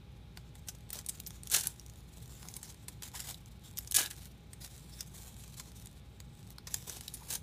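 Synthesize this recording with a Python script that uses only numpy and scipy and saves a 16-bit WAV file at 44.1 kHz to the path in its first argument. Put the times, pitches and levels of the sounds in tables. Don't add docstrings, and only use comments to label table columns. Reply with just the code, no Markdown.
import sys
import numpy as np
from scipy import signal
from scipy.fft import rfft, irfft, next_fast_len
from scipy.io import wavfile
from scipy.ndimage import uniform_filter1d, map_coordinates

SR = 44100
rng = np.random.default_rng(int(sys.argv[2]) if len(sys.argv) > 2 else 0)


def transcribe(u):
    v = np.clip(np.atleast_2d(u).T, -1, 1)
    q = np.round(v * 32767).astype(np.int16)
    wavfile.write(sys.argv[1], SR, q)


N = 327354

# f/Hz, level/dB
FAN_SPECTRUM = [(20, -25), (35, -17.5), (52, -3), (75, -2.5), (115, -0.5), (165, -4.5), (280, -17.5),
                (400, -19), (620, -27), (1100, -30), (2000, -34), (2350, -29.5), (2800, -33), (3750, -28.5),
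                (4500, -36.5), (7000, -44), (15300, -49)]
# f/Hz, level/dB
HUM_TONES = [(59.2, -58), (120, -70), (242, -78), (737.5, -90), (823.6, -76.5)]
# t/s, level/dB
RESTING_CONTACT = [(0, -84.5), (0.6, -70.5), (1.3, -68), (2.6, -67.5), (2.85, -70.5), (3.5, -73.5),
                   (4.2, -63.5), (4.48, -75.5), (4.7, -65.5), (5.85, -66.5), (6.1, -74.5), (7.42, -69.5)]
# t/s, length/s, level/dB, hollow re stroke/dB
FEED_STROKES = [(0.663, .06, -63, -14), (0.923, 0.051, -48, -19.5), (1.088, 0.069, -59, -22),
                (1.3, 0.07, -59, -23), (1.433, .1, -63.5, -22), (1.654, 0.053, -58, -25),
                (1.765, .13, -75, -18), (2.15, 0.28, -64.5, -11), (2.382, 0.07, -57, -9),
                (2.457, 0.16, -60, -6), (2.622, 0.082, -55, -13.5), (3.02, 0.047, -48.5, -18),
                (3.135, 0.073, -45, -26), (3.212, 0.055, -50, -25), (3.26, 0.047, -45, -16.5),
                (3.634, 0.039, -55.5, -21), (3.794, 0.088, -59.5, -30), (4.112, 0.16, -63, -27),
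                (4.196, 0.034, -58, -23), (4.599, .06, -52.5, -20), (4.683, 0.24, -63, -26),
                (4.916, 0.1, -56, -17), (5.133, 0.18, -54.5, -14), (5.375, 0.16, -61, -18),
                (5.56, 0.046, -51.5, -15), (5.624, 0.074, -59.5, -15), (5.745, 0.093, -62.5, -17),
                (6.327, 0.23, -68.5, -22), (6.696, 0.15, -54, -17), (6.863, .11, -48, -14.5),
                (6.998, 0.18, -60, -20), (7.116, 0.18, -54.5, -23)]
# f/Hz, level/dB
RUSTLE_SPECTRUM = [(200, -25.5), (800, -9), (1500, -6.5), (2900, -6.5), (3700, -0.5), (4600, -5),
                   (6000, -3), (7500, -2), (9500, -4), (12000, -5.5), (15300, -9)]
# f/Hz, width/Hz, level/dB
HAND_MODES = [(340, 144, -6.5), (800, 160, 1.5), (1020, 410, -6)]
# t/s, level/dB, f/Hz, t60/s, plate/dB
SNAGS = [(0.373, -50.5, 1780, 0.0089, -44.5), (0.5533, -53.5, 8650, 0.016, -56.5),
         (0.685, -33.5, 6000, 0.052, -46), (0.904, -39.5, 9300, 0.011, -51),
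         (0.93, -32.5, 14700, 0.025, -55), (0.989, -39.5, 7200, 0.019, -48),
         (1.0631, -37.5, 9100, 0.0082, -67), (1.0874, -32.5, 9000, 0.029, -52),
         (1.0933, -29.5, 8700, 0.022, -62), (1.201, -37, 12100, .006, -64), (1.2642, -40, 6140, 0.012, -67),
         (1.27, -36.5, 13300, 0.047, -64), (1.306, -48, 5900, 0.006, -50.5),
         (1.434, -43, 8800, 0.0045, -73.5), (1.4727, -39.5, 10200, 0.0031, -62),
         (1.5, -38.5, 7700, 0.0054, -65), (1.5057, -40.5, 6200, 0.024, -50.5),
         (1.671, -25, 10500, 0.0074, -58), (1.7967, -45, 5600, .005, -64), (1.863, -50.5, 5900, .005, -71),
         (1.898, -51, 5800, 0.0069, -73), (2.4292, -54, 6760, 0.0049, -49),
         (2.4862, -41, 6550, 0.0046, -55), (2.5398, -42.5, 6400, 0.0035, -61),
         (2.5655, -37, 9400, 0.023, -60), (2.6297, -40.5, 7740, .018, -51),
         (2.8823, -37.5, 9500, 0.027, -46), (3.023, -42, 2230, 0.0089, -49), (3.032, -41, 7200, .017, -50),
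         (3.203, -35.5, 7700, 0.0087, -70), (3.344, -43.5, 3970, .012, -63), (3.4593, -54, 6700, .006, -69),
         (3.7725, -37.5, 6240, 0.011, -63), (3.78, -37, 6300, .014, -56.5),
         (3.7861, -31, 13600, 0.013, -50), (3.874, -41.5, 6200, .017, -65), (3.912, -32, 9900, 0.0046, -64),
         (3.9218, -32, 6400, 0.003, -75), (4.0599, -35.5, 3800, .025, -43), (4.532, -44, 8400, 0.023, -54),
         (4.646, -42.5, 6000, .025, -52), (5.007, -33.5, 5470, .014, -59), (5.437, -51, 6500, 0.034, -52),
         (5.5974, -41.5, 6900, .025, -43), (5.858, -47, 10200, .008, -68), (5.871, -48, 7400, 0.0087, -60),
         (6.2025, -48, 7000, 0.0087, -50), (6.5044, -48.5, 13300, 0.0089, -63),
         (6.5837, -52.5, 3200, 0.0039, -45), (6.671, -40, 5940, 0.056, -42),
         (6.7423, -26, 7300, 0.014, -41), (6.897, -36, 5960, 0.0044, -47),
         (7.0093, -42, 7700, 0.004, -48.5), (7.0803, -36, 3680, .006, -70),
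         (7.139, -35.5, 9900, 0.068, -68)]
# f/Hz, level/dB
SNAP_SPECTRUM = [(300, -11), (1500, -13), (3500, 0), (7000, 2.5), (11000, 0.5), (15300, -2)]
# f/Hz, width/Hz, level/dB
PLATE_MODES = [(1140, 207, -9), (1547, 125, 2.5), (1714, 115, 4), (2280, 440, -4), (2900, 320, -0.5),
               (3750, 620, -3)]
# middle t/s, half length/s, f/Hz, level/dB
SKIDS = [(1.128, 0.063, 8100, -61), (2.357, 0.14, 7250, -61), (2.687, 0.13, 8400, -66),
         (3.07, 0.062, 7000, -64), (3.147, 0.014, 910, -48.5), (4.628, 0.02, 4970, -54),
         (4.935, 0.029, 5100, -54), (5.006, 0.03, 5550, -48), (5.396, 0.031, 11000, -56),
         (6.403, 0.2, 8000, -69.5), (7.225, 0.022, 940, -55)]
# t/s, rise/s, hold/s, length/s, rasp/dB, plate/dB, hollow/dB, lag/s
TUGS = [(1.512, 0.032, 0.0047, 0.11, -24.5, -32.5, -38.5, 0.0034),
        (1.625, 0.014, 0.0027, 0.043, -39, -44.5, -54, .002),
        (3.9427, .002, 0.021, 0.13, -23.5, -31.5, -40.5, .04),
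        (4.098, 0.013, .002, 0.015, -41.5, -41.5, -60, 0.0024),
        (7.285, 0.023, 0.036, 0.077, -36.5, -44.5, -48, .003)]
# f/Hz, level/dB
RASP_SPECTRUM = [(200, -41), (1200, -27.5), (2500, -8.5), (4000, -0.5), (5000, -2), (6300, 4), (7800, 2),
                 (10000, 2.5), (12500, -2), (15300, -2.5)]
# f/Hz, t60/s
ROOM_DECAY = [(200, 0.31), (2000, 0.14), (8000, 0.2), (15000, 0.2)]

STROKE_ATTACK_S, STROKE_SAG_DB_PER_S, STROKE_RELEASE_S = 0.014, 14, 0.021
CONTACT_HOLLOW_DB = -14
TUG_ATTACK_S, TUG_RELEASE_S = 0.0022, 0.0062
JERK_S, JERK_DB = 0.0228, 3.5


def amp(db):
    return 10 ** (np.asarray(db) / 20)


def unit(x):
    return x / np.sqrt(np.mean(x ** 2) + 1e-20)


def along(points, hz):
    f, values = np.transpose(points)
    return np.interp(np.log(hz + 1), np.log(f + 1), values)


def wobble(rate):
    knots = rng.standard_normal(int(N * rate / SR) + 4)
    return map_coordinates(knots, [np.arange(N) * rate / SR])


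def add(track, s, sound):
    part = track[round(s * SR):][:len(sound)]
    part += sound[:len(part)]


def coloured(x, gain):
    size = 2 * next_fast_len(len(x) // 2 + 2048)
    curve = unit(gain(np.fft.rfftfreq(size, 1 / SR)))
    cepstrum = irfft(np.log(np.maximum(curve, 1e-6)))
    cepstrum[1:size // 2] *= 2
    cepstrum[size // 2 + 1:] = 0
    return irfft(rfft(x, size) * np.exp(rfft(cepstrum)), size)[:len(x)]


def resonance(f, hz, width):
    return 1j * f * width / (hz * hz - f * f + 1j * f * width)


def ring(force, modes, grip=1, damping=1):
    def response(f):
        return abs(sum((-1) ** k * amp(db) * resonance(f, hz * grip, width * damping)
                       for k, (hz, width, db) in enumerate(modes)))
    return coloured(force, response)


def fan_and_hum(air_db, drift_rad):
    t = np.arange(N) / SR
    air = unit(coloured(rng.standard_normal(N), lambda f: amp(along(FAN_SPECTRUM, f))))
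    tones = np.zeros(N)
    for hz, db in HUM_TONES:
        peak = np.sqrt(2) * amp(db + 0.74 * wobble(5.2))
        tones += peak * np.sin(2 * np.pi * hz * t + drift_rad * wobble(2.4))
    return amp(air_db) * air + tones


def stroke_envelopes():
    t = np.arange(N) / SR
    slide_power = amp(np.interp(t, *np.transpose(RESTING_CONTACT))) ** 2
    hollow_power = slide_power * amp(CONTACT_HOLLOW_DB) ** 2
    age = t[:SR // 2]
    for s, length, db, hollow_db in FEED_STROKES:
        attack = np.minimum(age / STROKE_ATTACK_S, 1)
        release = np.exp(-np.maximum(age - length, 0) / STROKE_RELEASE_S)
        power = (attack * release * amp(db - STROKE_SAG_DB_PER_S * age)) ** 2
        add(slide_power, s, power)
        add(hollow_power, s, power * amp(hollow_db) ** 2)
    return np.sqrt(slide_power), np.sqrt(hollow_power)


def friction(rate, spread_db, hiss_db, clump_rate, clump_db):
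    plucks = (rng.random(N) < rate / SR) * rng.choice([-1, 1], N)
    sizes = amp(spread_db * np.clip(rng.standard_normal(N), -2, 2))
    grain = unit(plucks * sizes) + amp(hiss_db) * rng.standard_normal(N)
    return unit(grain * amp(clump_db * wobble(clump_rate)))


def shifting_contact(x, depth_db):
    spectra = signal.stft(x, nperseg=512)[2]
    patches = rng.standard_normal(spectra.shape)
    for axis, span in enumerate((7, 26)):
        patches = uniform_filter1d(uniform_filter1d(patches, span, axis), span, axis)
    return unit(signal.istft(spectra * amp(depth_db * unit(patches)), nperseg=512)[1][:N])


def thread_catches(rate, spread_db, decay_s=0.0012):
    starts = (rng.random(N) < rate / SR) * amp(spread_db * (2 * rng.random(N) - 1))
    envelope = signal.lfilter([1], [1, -np.exp(-1 / (decay_s * SR))], starts)
    return unit(envelope * rng.standard_normal(N))


def fabric_rustle(slide_db, catch_db):
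    sliding, stirring = stroke_envelopes()
    touch_db = 20 * np.log10(sliding)
    firmness = np.clip((touch_db + 71.5) / 26, 0, 1)
    hiss = friction(rate=5000, spread_db=2, hiss_db=-4.5, clump_rate=66, clump_db=5)
    crackle = friction(rate=1200, spread_db=4, hiss_db=-3, clump_rate=110, clump_db=2.5)
    texture = np.sqrt(1 - firmness) * hiss + np.sqrt(firmness) * crackle
    slide = amp(touch_db + slide_db) * shifting_contact(texture, depth_db=2)
    moving = np.clip((touch_db + 75) / 6, 0, 1)
    force = slide + moving * amp(touch_db / 2 + catch_db) * thread_catches(rate=26, spread_db=3.5)
    cupping = amp(4 * wobble(35))
    hollow = ring(force * stirring / sliding * cupping, HAND_MODES, grip=1.17, damping=2.9)
    return coloured(force, lambda f: amp(along(RUSTLE_SPECTRUM, f))) + hollow


def fibre_ticks(snap_db, plate_db, q, attack_s=0.0006, creep_s=0.008, scuff_t60=0.055):
    out = np.zeros(N)
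    t = np.arange(SR // 12) / SR - creep_s
    after = np.maximum(t, 0)
    for s, db, hz, t60, body_db in SNAGS:
        snap = amp(-60 * after / t60) * np.exp(np.minimum(t, 0) / attack_s)
        scuff = amp(-27 - 60 * after / scuff_t60) * np.minimum(1 + t / creep_s, 1)
        burst = unit(rng.standard_normal(len(t)) * (snap + scuff))
        colour = lambda f: amp(along(SNAP_SPECTRUM, f)) * (amp(-11.5) + abs(resonance(f, hz, hz / q)))
        tick = amp(db + snap_db) * unit(coloured(burst, colour))
        grip = rng.uniform(0.85, 1.33)
        plate = unit(ring(burst, PLATE_MODES, grip, damping=2.75))
        hollow = amp(-8) * unit(ring(burst, HAND_MODES, grip, damping=0.63))
        add(out, s + attack_s - creep_s, tick + amp(body_db + plate_db) * (plate + hollow))
    return out


def finger_swishes(trim_db, q):
    out = np.zeros(N)
    for s, half_length, hz, db in SKIDS:
        swell = np.hanning(int(2 * half_length * SR))
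        width_hz = max(hz / q, 250)
        band = coloured(rng.standard_normal(len(swell)), lambda f: abs(resonance(f, hz, width_hz)) ** 2)
        add(out, s - half_length, amp(db + trim_db) * swell * unit(band))
    return out


def tug_power(db, rise, hold, length, swell_db, fade_db_per_s):
    t = np.arange(SR // 4) / SR
    contour_db = -swell_db * np.maximum(1 - t / rise, 0) - fade_db_per_s * np.maximum(t - rise - hold, 0)
    jerks_db = JERK_DB * np.cos(2 * np.pi * (t - rise) / JERK_S)
    gate = (1 - np.exp(-t / TUG_ATTACK_S)) * np.exp(-np.maximum(t - length, 0) / TUG_RELEASE_S)
    return amp(db + contour_db + jerks_db) ** 2 * gate


def strap_pulls(rasp_db, plate_db, hands_db):
    def drag(power):
        grain = friction(rate=3500, spread_db=2, hiss_db=-3, clump_rate=400, clump_db=2.5)
        return np.sqrt(power) * grain

    rasp_power, plate_power, hollow_power = np.zeros((3, N))
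    for s, rise, hold, length, db, body_db, hollow_db, lag in TUGS:
        lagging = (rise + lag, hold, length)
        add(rasp_power, s, tug_power(db + rasp_db, rise, hold, length, swell_db=9, fade_db_per_s=211))
        add(plate_power, s, tug_power(body_db + plate_db, *lagging, swell_db=9, fade_db_per_s=245))
        add(hollow_power, s, tug_power(hollow_db + hands_db, *lagging, swell_db=13.5, fade_db_per_s=200))
    hollow = ring(drag(hollow_power), HAND_MODES, grip=1.015, damping=1.9)
    rasp = coloured(drag(rasp_power), lambda f: amp(along(RASP_SPECTRUM, f)))
    plate = ring(drag(plate_power), PLATE_MODES)
    return rasp + plate + hollow


def bench_reflections(x, taps=8, decay_s=0.0074):
    out, hop = np.zeros(N), SR // 6
    crossfade = np.sqrt(np.hanning(2 * hop))
    for start in range(0, N, hop):
        piece = x[start:start + 2 * hop]
        echo = np.zeros(SR // 20)
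        delays_s = rng.uniform(0.0008, 0.012, taps)
        echo[(delays_s * SR).astype(int)] = rng.choice([-1, 1], taps) * np.exp(-delays_s / decay_s)
        echo /= np.linalg.norm(echo)
        add(out, start / SR, signal.fftconvolve(piece * crossfade[:len(piece)], echo))
    return out


def room_tail(x):
    hz, t, spectra = signal.stft(rng.standard_normal(SR // 2), SR, nperseg=256)
    decay = amp(-60 * t / along(ROOM_DECAY, hz)[:, None])
    tail = signal.istft(spectra * decay, SR, nperseg=256)[1]
    predelayed = np.pad(tail, (SR // 250, 0))
    return signal.fftconvolve(x, predelayed / np.linalg.norm(tail))[:N]


def scene():
    strap = fabric_rustle(slide_db=0.8, catch_db=-35.5)
    strap += finger_swishes(trim_db=-3.5, q=7.1)
    strap += strap_pulls(rasp_db=-1.46, plate_db=-6, hands_db=-7)
    strap += fibre_ticks(snap_db=-14, plate_db=-15, q=7.9)
    space = amp(-11) * bench_reflections(strap) + amp(-17.5) * room_tail(strap)
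    return (strap + space + fan_and_hum(air_db=-53.5, drift_rad=0.32))[None]


def record(dry):
    top_hz, taper_hz = 15600, 450
    size = next_fast_len(N + SR // 2)
    edge = np.clip((top_hz - np.fft.rfftfreq(size, 1 / SR)) / taper_hz, 0, 1)
    return irfft(rfft(dry, size) * np.sin(edge * np.pi / 2) ** 2, size)[:, :N]


dry = scene()
out = record(dry)
transcribe(out)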